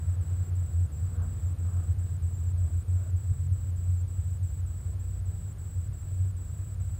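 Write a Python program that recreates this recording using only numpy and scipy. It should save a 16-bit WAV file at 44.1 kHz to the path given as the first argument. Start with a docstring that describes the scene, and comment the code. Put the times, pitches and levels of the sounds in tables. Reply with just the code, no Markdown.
"""A small car rolls slowly through a car park, heard from the back seat.
From the start the cabin's air resonance booms in uneven throbs over engine hum, road rumble and tyres,
while a camera's electronics add a thin, stuttering whine and a steady buzz. Brief rushes pass from
about 1 s, and jolts from the ground swell the boom, in a strong cluster near 3.3 s. After 4 s the
engine sinks to idle, and towards the end the boom is weaker and slightly higher."""
import sys
import numpy as np
from scipy import signal
from scipy.fft import rfft, irfft
from scipy.io import wavfile
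from scipy.ndimage import uniform_filter1d

SR = 44100
rng = np.random.default_rng(int(sys.argv[2]) if len(sys.argv) > 2 else 0)


def dump(signal):
    """Clip the signal to [-1, 1] and save it as 16-bit WAV at the path in sys.argv[1]."""
    limited = np.clip(np.atleast_2d(signal).T, -1, 1)
    pcm = np.round(limited * 32767).astype(np.int16)
    wavfile.write(sys.argv[1], SR, pcm)


N = 308259
TIME = np.arange(N) / SR


# main air mode between jolts: t/s, f/Hz, amplitude level before shaking/dB
CABIN_MODE = [(0, 88.5, -25), (.7, 88.62, -27.5), (.97, 89, -41), (1.25, 89, -26), (1.36, 89.12, -33.5),
              (1.52, 88.43, -26), (2.3, 87.7, -27.5), (2.65, 87.94, -23.5), (2.83, 88.9, -29),
              (3.4, 88.6, -30.5), (4.1, 88.5, -26), (4.35, 90, -30.5), (5.3, 93.8, -34.5), (5.7, 93, -40.5),
              (6.5, 92.3, -35), (7, 92.6, -37)]
# jolts from the ground: t/s, peak level/dB, duration at half height/s
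GROUND_JOLTS = [(.404, -22.5, 0.049), (.598, -23.5, 0.0567), (0.806, -18.5, 0.062), (1.045, -21.5, 0.051),
                (1.187, -20, 0.025), (2.535, -22.5, 0.13), (2.941, -20, 0.087), (3.147, -18.5, 0.027),
                (3.312, -18.5, 0.034), (3.529, -19, 0.048), (3.926, -21, 0.1), (4.436, -20.5, 0.032),
                (5.292, -24.5, 0.044), (5.791, -24.5, 0.056), (6.231, -23, 0.18), (6.81, -25.5, 0.051)]

def cabin_boom(shake_depth=0.75, stray_hz=1.728):
    """Forced resonance: the cabin air throbs as the body shakes; a hard jolt takes over and swells it."""
    hz, db = curves(CABIN_MODE)
    amplitude = gain_of(db) * (1 + shake_depth * body_sway())
    for at, peak_db, duration in GROUND_JOLTS:
        swell = gaussian_pulse(at, duration)
        amplitude = amplitude * (1 - np.sqrt(swell)) + gain_of(peak_db) * swell
    return amplitude * np.sin(phase_of(hz + stray_hz * wander(15.25)))


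def body_sway(low_hz=4.9, high_hz=11.2):
    """Random vibration: the body sways on its springs in a low band, bounded by -1 and 1."""
    hz = np.fft.rfftfreq(N, 1 / SR)
    band = (1 - np.exp(-(hz / low_hz) ** 2)) * np.exp(-(hz / high_hz) ** 2)
    return np.tanh(filtered_noise(band))


# rumble spectrum: f/Hz, relative density/dB
ROAD_SPECTRUM = [(10, -33.5), (21, -30.5), (30, -21), (46, -12.5), (60, -5.5), (69, -10), (77, 1.5),
                 (88, -4.5), (102, -0.5), (118, -9), (143, -12), (175, -21.5), (210, -30.5), (300, -55.5),
                 (600, -90)]
# rumble strength: t/s, level/dB
ROAD_LEVEL = [(0, -39.5), (2, -35.5), (3, -38), (3.5, -35.5), (4.2, -37.5), (5.5, -38), (6.3, -37.5),
              (7, -37)]

def road_rumble():
    """Structure-borne sound: dull noise is carried up through the suspension."""
    db, = curves(ROAD_LEVEL)
    return gain_of(db) * coloured_noise(ROAD_SPECTRUM)


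# engine sinking to idle: t/s, firing rate f/Hz, level/dB
ENGINE_RUN = [(0, 73, -39.5), (1.5, 76.5, -40.5), (2.2, 72, -46), (3.7, 71, -46), (4.4, 65, -45),
              (4.8, 63, -51), (5.05, 53, -50), (5.3, 46, -46), (5.6, 43, -50), (6, 33, -51), (6.5, 47, -57),
              (7, 31, -52)]
# engine harmonics: multiple of the firing rate, relative level/dB
ENGINE_ORDERS = [(1, 8), (2, -1), (3, -22), (4, -28), (5, -35)]

def engine(unsteadiness=0.0111, roughness=0.13):
    """Harmonic series of the firing rate: uneven firing modulates its pitch and strength."""
    firing_hz, db = curves(ENGINE_RUN)
    phase = phase_of(firing_hz * (1 + unsteadiness * wander(6.66)))
    hum = np.zeros(N)
    for order, order_db in ENGINE_ORDERS:
        harmonic = np.sin(order * phase + 2 * np.pi * rng.random())
        hum += gain_of(order_db) * harmonic * (1 + roughness * wander(33))
    return gain_of(db) * unit_rms(hum)


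# strength of the deep resonance: t/s, level/dB
DEEP_MODE_LEVEL = [(0, -67), (.8, -52), (1.2, -44), (1.9, -51), (2.4, -52), (2.8, -44), (3.2, -50),
                   (4, -52), (4.6, -45.5), (5.2, -37), (5.55, -63), (5.9, -44), (6.4, -51), (6.9, -36)]

def deep_drone(pitch_hz=60.5, stray_hz=1.514):
    """A lower normal mode of the body comes and goes under the boom."""
    db, = curves(DEEP_MODE_LEVEL)
    phase = phase_of(pitch_hz + stray_hz * wander(6.3))
    return gain_of(db) * unit_rms(np.sin(phase))


# rushes and hollow drones as the car rolls on:
# t/s, centre f/Hz, glide/(Hz/s), bandwidth/Hz, peak level/dB, duration at half height/s
NOISE_SWELLS = [(1.151, 486, 20, 25, -66.5, 0.9), (1.22, 1280, 0, 760, -59.5, 0.14),
                (1.23, 616, 0, 270, -62, 0.099), (1.25, 226, 0, 61, -53, 0.2),
                (1.7, 220, 3, 60, -52.5, 0.16), (1.76, 1290, 0, 600, -61.5, 0.18),
                (1.78, 684.9, 0, 190, -64, 0.19), (2.65, 620, -1, 170, -65, 0.19),
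                (3.049, 594, -2, 140, -58, 0.099), (3.02, 1310, 2, 680, -65.5, 0.11),
                (3.46, 123.6, -100, 29, -39, 0.26), (5.36, 171.5, 190, 12.65, -53.5, 0.22)]

def swells():
    """Band-limited noise under Gaussian envelopes: the narrower the band, the clearer its pitch."""
    hz = np.fft.fftfreq(N, 1 / SR)
    white = np.fft.fft(rng.standard_normal(N))
    total = np.zeros(N)
    for at, centre_hz, glide, width_hz, db, duration in NOISE_SWELLS:
        band = np.fft.ifft(white / (1 + (2 * (hz - centre_hz) / width_hz) ** 4))
        chirp = np.exp(1j * np.pi * glide * (TIME - at) ** 2)  # slides the band in frequency
        total += gain_of(db) * gaussian_pulse(at, duration) * unit_rms((band * chirp).real)
    return total


# tyre noise: t/s, panel hum level/dB, outside hiss level before its lift/dB
TYRE_LEVELS = [(0, -58, -61), (.9, -57.5, -63.5), (1.4, -57, -62), (2, -57, -63.5), (2.3, -58.5, -64.5),
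               (2.8, -58, -64), (3.4, -59, -64.5), (4.1, -60, -65), (5, -59.5, -65), (6, -60, -65.5),
               (7, -60.5, -64.5)]
# spectra of the hum and the hiss: f/Hz, relative density/dB
PANEL_SPECTRUM = [(90, -40), (160, -2.5), (220, -1), (290, -2.5), (380, -5.5), (480, -8), (620, -13.5),
                  (1000, -30), (2500, -80.5)]
TREAD_SPECTRUM = [(200, -35), (450, -.5), (660, 2.5), (800, 0.5), (980, -2), (1280, -0.5), (1650, -3.5),
                  (2000, -9), (3000, -15.5), (5000, -19.5), (9000, -51)]

def tyres(hiss_lift_db=0.5, grain_db=1.0):
    """Transmission by two paths: tread noise hums in the panels and hisses in from outside."""
    hum_db, hiss_db = curves(TYRE_LEVELS)
    flutter_db = grain_db * wander(66)  # the grain of the ground
    hum = gain_of(hum_db + flutter_db) * coloured_noise(PANEL_SPECTRUM)
    hiss = gain_of(hiss_db + hiss_lift_db + flutter_db) * coloured_noise(TREAD_SPECTRUM)
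    return hum + hiss


# starts of the whine's dropouts, about three a second: t/s
WHINE_DROPOUTS = [.158, .5, .867, 1.168, 1.533, 1.934, 2.171, 2.524, 2.829, 3.109, 3.472, 3.708, 4.027,
                  4.376, 4.61, 4.943, 5.203, 5.531, 5.878, 6.314, 6.748]
# one deep sag of the whine: t/s, duration/s, fall in f/Hz
WHINE_DEEP_SAG = (2.355, 0.03, 480)

def supply_whine(pitch_hz=7915, jitter_hz=85, pictures_per_s=29.92, dropout_s=0.052, level_db=-57):
    """Frequency modulation: the camera's power supply sings, sagging under the load of each picture."""
    from_picture = time_from_beat(at=-.002, period=1 / pictures_per_s)
    load = (1 + 0.11 * wander(40)) * np.exp(-abs(from_picture / .0042) ** 3)
    long_sag_hz = 290 * (abs(time_from_beat(at=.463, period=.5033)) < .018)
    at, duration, fall_hz = WHINE_DEEP_SAG
    deep_sag_hz = fall_hz * (abs(TIME - at) < duration / 2)
    sag_hz = np.maximum(530 * load, long_sag_hz + deep_sag_hz)
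    phase = phase_of(pitch_hz - sag_hz + jitter_hz * wander(400))
    octave_db = -13 + 3.5 * load
    tone = np.sin(phase) + gain_of(octave_db) * np.sin(2 * phase)
    shimmer = 1 + 0.11 * wander(230)
    silent = sum((TIME > start) & (TIME < start + dropout_s) for start in WHINE_DROPOUTS)
    gate = uniform_filter1d(1. - silent, size=40)  # softened edges
    return gain_of(level_db) * gate * unit_rms(tone * shimmer)


# faint steady tones above the buzz: f/Hz, rms level/dB
HIGH_TONES = [(13168, -90.5), (13259, -91.5)]

def electronic_buzz(carrier_hz=8886, flips_per_s=75.3, level_db=-74):
    """Phase reversal: a tone that keeps flipping its sign splits into sidebands, heard as a buzz."""
    polarity = np.sign(np.sin(np.pi * flips_per_s * TIME))
    buzz = polarity * np.sin(2 * np.pi * carrier_hz * TIME)
    tones = sum(gain_of(db) * np.sqrt(2) * np.cos(2 * np.pi * hz * TIME) for hz, db in HIGH_TONES)
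    return gain_of(level_db) * unit_rms(buzz) + tones


# microphone hiss: f/Hz, relative density/dB
SELF_NOISE_SPECTRUM = [(100, -9), (2500, 4.5), (4200, 2.5), (6000, 0.5), (7000, 4.5), (8500, 5.5),
                       (9700, 2), (10500, -1), (12900, -2), (13400, 4), (14200, 5), (14700, 1.5),
                       (15700, -8.5)]

def microphone_hiss(level_db=-67):
    """Self-noise: the microphone adds a steady broadband floor."""
    return gain_of(level_db) * coloured_noise(SELF_NOISE_SPECTRUM)


def gain_of(db):
    """Amplitude ratio of a level in decibels."""
    return 10 ** (np.asarray(db) / 20)


def unit_rms(x):
    """Normalisation to rms 1."""
    return x / np.sqrt(np.mean(x ** 2) + 1e-20)


def curves(rows):
    """Linear interpolation of each column of a time table, at every sample."""
    times, *columns = np.transpose(rows)
    return [np.interp(TIME, times, column) for column in columns]


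def gaussian_pulse(at, duration):
    """Gaussian envelope of peak 1, its duration taken at half height."""
    return .5 ** ((2 * (TIME - at) / duration) ** 2)


def time_from_beat(at, period):
    """Periodicity: signed seconds from the nearest repeat of an event."""
    return (((TIME - at) / period + .5) % 1 - .5) * period


def phase_of(hz):
    """Phase as the time integral of frequency."""
    return 2 * np.pi * np.cumsum(hz) / SR


def filtered_noise(response):
    """Linear filtering of white noise, scaled to rms 1."""
    return unit_rms(irfft(rfft(rng.standard_normal(N)) * response, N))


def coloured_noise(spectrum):
    """Spectral shaping: noise of rms 1 follows a table along log frequency."""
    hz, db = np.transpose(spectrum)
    log_hz = np.log(np.fft.rfftfreq(N, 1 / SR) + 1)
    return filtered_noise(gain_of(np.interp(log_hz, np.log(hz), db)))


def wander(rate_hz):
    """Low-pass random fluctuation of rms 1, with little above the given rate."""
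    hz = np.fft.rfftfreq(N, 1 / SR)
    return filtered_noise(np.exp(-(hz / rate_hz) ** 2))


def scene():
    """Superposition: all sources add at one microphone behind the seats."""
    car = cabin_boom() + deep_drone() + engine() + road_rumble() + tyres() + swells()
    return (car + supply_whine() + electronic_buzz() + microphone_hiss())[None]


def record(dry):
    """Band limiting: a steep low-pass filter removes the highest treble."""
    low_pass = signal.firwin(1023, cutoff=15760, window=("kaiser", 9), fs=SR)
    return signal.oaconvolve(dry, low_pass[None], "same")


dry = scene()
out = record(dry)
dump(out)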